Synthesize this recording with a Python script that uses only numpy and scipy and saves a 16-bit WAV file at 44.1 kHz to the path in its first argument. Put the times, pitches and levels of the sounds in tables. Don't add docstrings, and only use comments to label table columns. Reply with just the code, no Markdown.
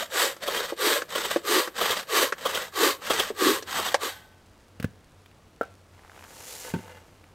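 import sys
import numpy as np
from scipy import signal
from scipy.fft import rfft, irfft, next_fast_len
from scipy.io import wavfile

SR = 44100
rng = np.random.default_rng(int(sys.argv[2]) if len(sys.argv) > 2 else 0)


def wav_record(signal):
    frames = np.transpose(np.atleast_2d(signal))
    bounded = np.clip(frames, -1, 1)
    quanta = np.round(bounded * 32767).astype(np.int16)
    wavfile.write(sys.argv[1], SR, quanta)


N = 323694
TIME = np.arange(N) / SR


def amp(db):
    return 10 ** (np.asarray(db) / 20)


def unit(x):
    return x / np.sqrt(np.mean(x ** 2) + 1e-20)


def read(points, hz):
    f, value = np.transpose(points)
    return np.interp(np.log(hz + 1), np.log(f + 1), value)


def follow(rows):
    s, *columns = np.transpose(rows)
    return [np.interp(TIME, s, c) for c in columns]


def colour(x, points):
    size = next_fast_len(len(x))
    gain = amp(read(points, np.fft.rfftfreq(size, 1 / SR)))
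    return irfft(rfft(x, size) * gain, size)[:len(x)]


def band(x, lo_hz, hi_hz):
    edges = [lo_hz, min(hi_hz, SR / 2 - 1)]
    return signal.sosfilt(signal.butter(2, edges, "band", fs=SR, output="sos"), x)


def resonate(x, hz, width):
    turn = np.exp(2j * np.pi * np.cumsum(hz * np.ones(len(x))) / SR)
    r = np.exp(-np.pi * width / SR)
    smoothed = signal.lfilter([1 - r], [1, -r], x / turn + 1e-18)
    return 2 * (turn * smoothed).real


def wander(per_s):
    return np.interp(TIME * per_s, np.arange(N), rng.standard_normal(N))


def grains(per_s, spread_db):
    clicks = (rng.random(N) < per_s / SR) * rng.standard_normal(N)
    boost_db = spread_db * np.minimum(rng.exponential(1, N), 4)
    return unit(clicks * amp(boost_db))


def ring(modes, t):
    return sum(amp(db - 60 * t / t60) * np.sin(2 * np.pi * hz * t) for hz, db, t60 in modes)


def burst(t, t60):
    return rng.standard_normal(len(t)) * amp(-60 * t / t60)


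def add(mix, s, sound):
    part = mix[max(round(s * SR), 0):][:len(sound)]
    part += sound[:len(part)]


# [f/Hz, relative level/dB]
AIR_SPECTRUM = [(25, -39), (55, -12), (90, -34), (130, -14.5), (230, -18.5), (400, -19.5), (800, -24),
                (1280, -26.5), (1800, -30.5), (3000, -33.5), (8000, -41.5), (15800, -50)]


def air(wash_db=-58, drone_db=-59, rumble_db=-70):
    wash = unit(colour(rng.standard_normal(N), AIR_SPECTRUM)) * amp(.5 * wander(2.8))
    drone = unit(band(rng.standard_normal(N), 85, 97.7)) * np.interp(TIME, [2, 4], [.35, 1])
    rumble = unit(band(rng.standard_normal(N), 21, 72)) * amp(2.7 * wander(4.5))
    return amp(wash_db) * wash + amp(drone_db) * drone + amp(rumble_db) * rumble


# [t/s, relative level/dB]
TWIG_SNAPS = [(4.097, -32), (4.326, -48), (5.26, -37), (5.314, -45), (5.924, -55), (6.192, -34),
              (6.24, -28), (6.64, -42), (6.69, -39), (7.241, -40.5)]


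def twigs(crackle_db=-73):
    out, t = np.zeros(N), np.arange(2000) / SR
    for s, db in TWIG_SNAPS:
        snap = burst(t, .016)
        add(out, s, amp(db) * (band(snap, 900, 3500) + .15 * snap))
    crackle = unit(band(grains(500, 3), 1200, 9000)) * amp(2 * wander(6))
    return out + amp(crackle_db) * crackle


# [start t/s, length t/s, force level/dB, relative chatter level/dB, bending note at full speed f/Hz]
PUSH_STROKES = [(0.085, .28, -21.5, -5.5, 439), (0.755, .29, -21, -2, 431), (1.416, .295, -21, -4, 423),
                (2.058, .274, -21, -4, 415), (2.714, .27, -21, -4, 393.5), (3.341, .29, -22, -2, 351),
                (3.984, .14, -29.5, -2.5, 419)]
# [start t/s, length t/s, force level/dB, relative chatter level/dB]
PULL_STROKES = [(-.23, .3, -26.5, -2), (.397, .355, -30, -5), (1.079, .33, -29, -7.5),
                (1.74, .307, -27, -10.5), (2.366, .341, -31.5, -7.5), (3.008, .31, -28, -11.5),
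                (3.662, 0.3, -29.5, -36)]
PUSH_SWING, PULL_SWING = 2.36, 1.09
EARLY = .94
PULL_NOTE_HZ = 472
NOTE_RISE = 0.2
RUB_DB = -55
FREE_S, SLIDE_OUT_DB, SLIDE_OUT_DB_PER_S = 4.09, -37, 150


def motion():
    place, pushing, bite = np.ones(N), np.zeros(N), np.zeros(N)
    chatter_db, note_hz = np.zeros(N), np.zeros(N)
    strokes = [(*row, 1) for row in PUSH_STROKES] + [(*row, PULL_NOTE_HZ, 0) for row in PULL_STROKES]
    for start, length, force_db, stroke_chatter_db, hz, forward in sorted(strokes):
        way = np.clip((TIME - start) / length, 0, 1) ** EARLY
        begun = TIME >= start
        speed = abs(np.sin(np.pi * way))
        place += (2 * forward - 1) * (1 - np.cos(np.pi * way)) / 2
        pushing[begun], chatter_db[begun] = forward, stroke_chatter_db
        note_hz[begun] = hz * (1 + NOTE_RISE * (1 - speed[begun] ** 2))
        bite += amp(force_db) * speed ** (PUSH_SWING if forward else PULL_SWING)
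    slide_out_db = SLIDE_OUT_DB - SLIDE_OUT_DB_PER_S * (TIME - FREE_S)
    bite += amp(np.where(TIME < FREE_S, RUB_DB, slide_out_db))
    return place, pushing, bite, chatter_db, note_hz


def blade_ring(count=200):
    t = np.arange(SR // 8) / SR
    hz, phase = rng.uniform(2500, 15500, (count, 1)), rng.uniform(0, 2 * np.pi, (count, 1))
    t60 = .06 + .09 * hz / 15500
    tail = (amp(-60 * t / t60) * np.sqrt(hz) * np.sin(2 * np.pi * hz * t + phase)).sum(0)
    return tail / np.linalg.norm(tail)


# [f/Hz, relative level/dB]
PUSH_RASP = [(100, -32), (200, -20), (330, -14), (520, -3.5), (750, 1.5), (1150, -1.5), (1650, 1),
             (2400, -5), (3800, -2.5), (5300, -9.5), (8700, -10.5), (10500, -19.5), (13500, -17),
             (15500, -22.5)]
# [f/Hz, relative level/dB]
PULL_RASP = [(100, -18.5), (200, -4), (330, -11), (560, -3.5), (750, 1), (1200, 1.5), (1900, -1),
             (2400, -5.5), (3500, -3), (5300, -9.5), (8700, -12.5), (10500, -23.5), (13500, -19),
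             (15500, -26)]
# [f/Hz, width f/Hz, mean level/dB]
STEEL_MODES = [(1650, 70, -6), (1925, 70, -4), (3110, 130, -4), (3770, 120, -7), (4560, 130, -6),
               (7900, 400, -5), (11620, 400, 2), (12810, 160, 7), (13250, 500, 1)]


def saw(teeth=70, rasp_db=0.0, chatter_db=-2.0, second_db=-9, comb=0.2, ring_db=-8, crunch_db=-6):
    place, pushing, bite, stroke_chatter_db, note_hz = motion()
    passed = teeth * np.cumsum(abs(np.gradient(place)) * (1 + .2 * wander(150)))
    uneven = amp((2.4 - 1.3 * pushing) * (wander(70) + .8 * wander(170)))
    since_tooth = passed - np.floor(passed)
    spurts = (1 + np.exp(-since_tooth / 0.24)) * uneven
    splinters = amp(crunch_db) * (1 - .5 * pushing) * grains(1500, 2.5)
    tear = unit(spurts * (rng.standard_normal(N) + splinters))
    trip_s = 0.0024 + 0.00153 * place
    tear = unit(tear + comb * np.interp(TIME - trip_s, TIME, tear))
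    steel = tear + sum(amp(db + 2 * wander(22.55)) * resonate(tear, hz, width) for hz, width, db in STEEL_MODES)
    push_rasp = pushing * unit(colour(steel, PUSH_RASP))
    pull_rasp = (1 - pushing) * unit(colour(steel, PULL_RASP))
    rasp = bite * (push_rasp + pull_rasp)
    shimmer = np.zeros(N)
    for start, length, *_ in PUSH_STROKES + PULL_STROKES:
        stroke = rasp[max(round(start * SR), 0):round((start + length) * SR)]
        add(shimmer, start, signal.fftconvolve(stroke, blade_ring()))
    gripped = TIME < FREE_S
    bend_hz = note_hz * (1 + 0.091 * wander(30))
    bending = resonate(resonate(tear, bend_hz, 185), bend_hz, 430)
    chatter = unit(band(bending, 235, 1090)) * amp(2.95 * wander(38)) * gripped
    second = unit(resonate(resonate(tear, 1170 - 110 * place, 160), 1240, 310)) * pushing
    second = second * np.interp(TIME, [0, 3], [.25, 1.2]) * gripped
    bends = amp(chatter_db + stroke_chatter_db) * chatter + amp(second_db) * second
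    return amp(rasp_db) * (rasp + amp(ring_db) * shimmer) + bite * bends


# [f/Hz, t60 t/s]
TRUNK_ECHO = [(100, 0.62), (600, 0.56), (2000, 0.47), (6000, 0.13), (15000, 0.72)]


def woods(x):
    taps = rng.standard_normal(SR) * (rng.random(SR) < 2500 / SR)
    taps = taps * (np.arange(SR) > .012 * SR)
    hz, t, z = signal.stft(taps, SR, nperseg=256)
    fade = amp(-60 * t / read(TRUNK_ECHO, hz)[:, None])
    tail = signal.istft(z * fade, SR, nperseg=256)[1]
    return signal.fftconvolve(x, tail / np.linalg.norm(tail))[:N]


# [t/s, thump level/dB, thump f/Hz, clack level/dB, crack level/dB]
FRAME_KNOCKS = [(0.365, -44, 496, -48, -49), (0.722, -24.5, 463, -54, -57), (1.019, -31, 500, -27, -37),
                (1.36, -15.5, 460, -28, -42), (1.675, -32.5, 504.9, -31.5, -40.5),
                (2.323, -27.5, 527, -21.5, -35.5), (3.303, -25, 410, -42, -52),
                (3.624, -38.5, 460, -42, -40), (3.943, -14.5, 730, -18, -23.5)]
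# [f/Hz, relative level/dB, t60 t/s]
FRAME_MODES = [(349, -22, 0.11), (464, -8, 0.029), (564, 1, 0.02), (714, -4, 0.021), (782, -10, 0.034),
               (1138, 3.5, 0.024), (1340, 3, 0.02), (1613, 12.5, 0.0078), (1853, -4.5, 0.016),
               (2250, -11, 0.012)]


def knocks(thump_db=-1, clack_db=0, crack_db=0):
    out, t = np.zeros(N), np.arange(8000) / SR
    for s, thump, thump_hz, clack, snap in FRAME_KNOCKS:
        blow = ring(FRAME_MODES, t) + 2 * burst(t, 0.058) + 0.031 * burst(t, 0.05)
        blow = blow * (1 - np.exp(-t / 0.00089))
        crack = burst(t, 0.056) * (1 - np.exp(-t / 0.00017))
        low = band(blow, 0.66 * thump_hz, 1.35 * thump_hz)
        parts = low, band(blow, 1180, 2000), band(crack, 2100, 6900)
        for part, db, trim_db in zip(parts, (thump, clack, snap), (thump_db, clack_db, crack_db)):
            add(out, s, amp(db + trim_db) * part / np.std(part[:SR // 200]))
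    return out


# [first catch t/s, first judder level/dB, second squeal level/dB]
PULL_SNAGS = [(.477, -24.5, -29), (1.154, -25.5, -31.5), (1.812, -22, -23.5), (2.455, -22.5, -27.5),
              (3.102, -20, -21.5), (3.788, -27, -32)]
SQUEAL_HZ = 3190
SECOND_CATCH_S, CATCH_RISE_S = 0.094, 0.0068
FIRST_SQUEAL_DB, SECOND_JUDDER_DB = -4.5, -5


def snags():
    out, t = np.zeros(N), np.arange(3000) / SR
    swell = t / CATCH_RISE_S * np.exp(1 - t / CATCH_RISE_S)
    for first, low_db, high_db in PULL_SNAGS:
        judder_catch = first, low_db, low_db + FIRST_SQUEAL_DB
        squeal_catch = first + SECOND_CATCH_S, high_db + SECOND_JUDDER_DB, high_db
        for s, judder_db, squeal_db in (judder_catch, squeal_catch):
            noise = rng.standard_normal(len(t))
            judder = amp(judder_db) * unit(band(noise, 336, 695) + 0.9 * band(noise, 1010, 1315))
            squeal = amp(squeal_db) * unit(resonate(noise, SQUEAL_HZ, 410) + 0.065 * noise)
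            add(out, s - .003, swell * (judder + squeal))
    return out


# [f/Hz, relative level/dB]
FREE_BLADE_MODES = [(640, -72), (860, -63), (885, -72), (1500, -68), (1525, -58), (1863, -67.5),
                    (2035, -65.5), (3257, -63.5), (12737, -63), (13582, -86)]


def free_blade(ring_db=7, t60=0.73):
    out, t = np.zeros(N), np.arange(SR) / SR
    modes = [(hz, db + ring_db, t60 * min(1, (1500 / hz) ** .25)) for hz, db in FREE_BLADE_MODES]
    add(out, FREE_S, 2 * ring(modes, t) * (1 - np.exp(-t / 0.0084)))
    return out * amp(2.5 * wander(25))


def falls(blows, modes, low_hz, crack_t60, crack_hz, tick_db, contact_s):
    out, t = np.zeros(N), np.arange(SR // 3) / SR
    for s, db, crunch_db in blows:
        body = band(ring(modes, t) * (1 - np.exp(-t / contact_s)), low_hz, 1600)
        crunch = band(burst(t, crack_t60), 500, crack_hz) + amp(tick_db) * burst(t, 0.035)
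        add(out, s, amp(db) * body + amp(crunch_db) * crunch)
    return out


# [t/s, relative thud level/dB, relative litter crunch level/dB]
OFFCUT_DROPS = [(4.7995, -24.5, -31.5), (4.8265, -32, -29), (4.8432, -13, -29)]
# [f/Hz, relative level/dB, t60 t/s]
SOIL_MODES = [(104, -4.5, 0.069), (160, 3.5, 0.033), (216, -1, 0.035), (467, -2, 0.022), (1560, 5, 0.009),
              (1710, -25, 0.11)]


def offcut_drop():
    return falls(OFFCUT_DROPS, SOIL_MODES, low_hz=75, crack_t60=0.051, crack_hz=3200,
                 tick_db=-11, contact_s=0.0022)


# [t/s, relative clonk level/dB, relative crack level/dB]
OFFCUT_TOPPLES = [(5.6112, -23, -38), (5.6155, -34, -50), (5.632, -40.5, -44)]
# [f/Hz, relative level/dB, t60 t/s]
OFFCUT_MODES = [(322, -8, 0.038), (472, -3, 0.056), (558, 6.5, 0.027), (645, 3, 0.022), (778, -13, 0.13),
                (1170, -29, 0.068), (1345, 1, 0.056), (1380, -3, 0.074), (1530, -6.5, 0.14),
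                (1630, -27, .05), (2660, -13, .04)]


def offcut_topple():
    return falls(OFFCUT_TOPPLES, OFFCUT_MODES, low_hz=220, crack_t60=0.25, crack_hz=2480,
                 tick_db=-6.5, contact_s=0.00018)


# [t/s, leaf hiss level/dB before hiss_db]
HAUL_SWELL = [(5.94, -71), (6.016, -71.5), (6.506, -44), (6.7, -44.5), (6.728, -54.5), (7.098, -71),
              (7.15, -69)]
BARK_FOLLOWS = 0.42
# [t/s, half-length t/s, peak scrape level/dB]
BEARING_SCRAPES = [(6.684, 0.034, -44.5), (6.901, 0.083, -49.5)]
# [f/Hz, relative level/dB]
LEAF_SPECTRUM = [(1180, -13), (2000, -1.5), (3630, -2), (7010, 3), (8400, -1), (12600, -3.5), (15100, -8),
                 (15800, -21)]
# [f/Hz, relative level/dB]
BARK_SPECTRUM = [(150, -15), (450, 2), (900, 0.5), (1700, -5), (2800, -7.5), (5000, -16), (12000, -28)]
# [f/Hz, relative level/dB, t60 t/s]
LOG_MODES = [(104.3, -9, 0.32), (178, 2.5, 0.049), (229, 1, 0.053), (373, -2, 0.056), (499, -15, 0.098),
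             (897, -11, 0.063), (1506, 0, 0.019), (1700, -27, 0.068), (2050, -21, 0.048), (2810, -34, .04)]


def drag(hiss_db=1, scrape_db=-50, hollow_db=0, pressed_hollow_db=15):
    leaves_db, = follow(HAUL_SWELL)
    hiss = unit(colour(grains(7000, 1.0), LEAF_SPECTRUM)) * amp(0.76 * wander(35))
    slips = grains(1500, 1.9)
    hollow = sum(resonate(slips, hz, 34) for hz, _, _ in LOG_MODES if hz > 450)
    light = unit(colour(slips + amp(hollow_db) * hollow, BARK_SPECTRUM))
    pressed = unit(colour(slips + amp(pressed_hollow_db) * hollow, BARK_SPECTRUM))
    sliding = amp(scrape_db + BARK_FOLLOWS * (leaves_db - leaves_db.max()))
    bearing = sum(amp(db) * np.exp(-((TIME - s) / half) ** 2) for s, half, db in BEARING_SCRAPES)
    moving = np.interp(TIME, [5.85, 5.95, 7.0, 7.5], [0, 1, 1, 0])
    return moving * (amp(leaves_db + hiss_db) * hiss + sliding * light) + bearing * pressed


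CREAK_START_S, CREAK_S, CREAK_PER_S = 5.92, .46, 62


def creak(level_db=-55, uneven=0.35, tick_t60=0.0066):
    count = np.floor(np.cumsum(CREAK_PER_S * np.exp(uneven * wander(60))) / SR)
    slips = np.diff(count, prepend=0) * (1 + rng.random(N))
    ticks = rng.standard_normal(N) * signal.fftconvolve(slips, amp(-60 * TIME[:600] / tick_t60))[:N]
    swell = np.sin(np.pi * np.clip((TIME - CREAK_START_S) / CREAK_S, 0, 1))
    return amp(level_db) * swell * unit(band(ticks, 580, 1900))


# [t/s, relative thud level/dB, relative crack level/dB]
LOG_SETTLES = [(6.738, -17.5, -25.5), (6.7445, -24.5, -50), (6.761, -25.5, -54), (6.788, -33.5, -40)]


def log_set_down():
    return falls(LOG_SETTLES, LOG_MODES, low_hz=85.5, crack_t60=0.099, crack_hz=2580,
                 tick_db=-17, contact_s=0.0019)


def scene(echo_db=-23, side_db=-23):
    dry = twigs() + saw() + knocks() + snags() + free_blade()
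    dry = dry + offcut_drop() + offcut_topple() + drag() + creak() + log_set_down()
    mid = dry + amp(echo_db) * woods(dry) + air()
    side = amp(side_db) * colour(woods(mid), [(500, -8.5), (12000, -23.5)])
    return np.array([mid + side, mid - side])


def record(dry):
    lowpass = signal.firwin(401, 15850, window=("kaiser", 9), fs=SR)
    return signal.oaconvolve(dry, lowpass[None], "same")


dry = scene()
out = record(dry)
wav_record(out)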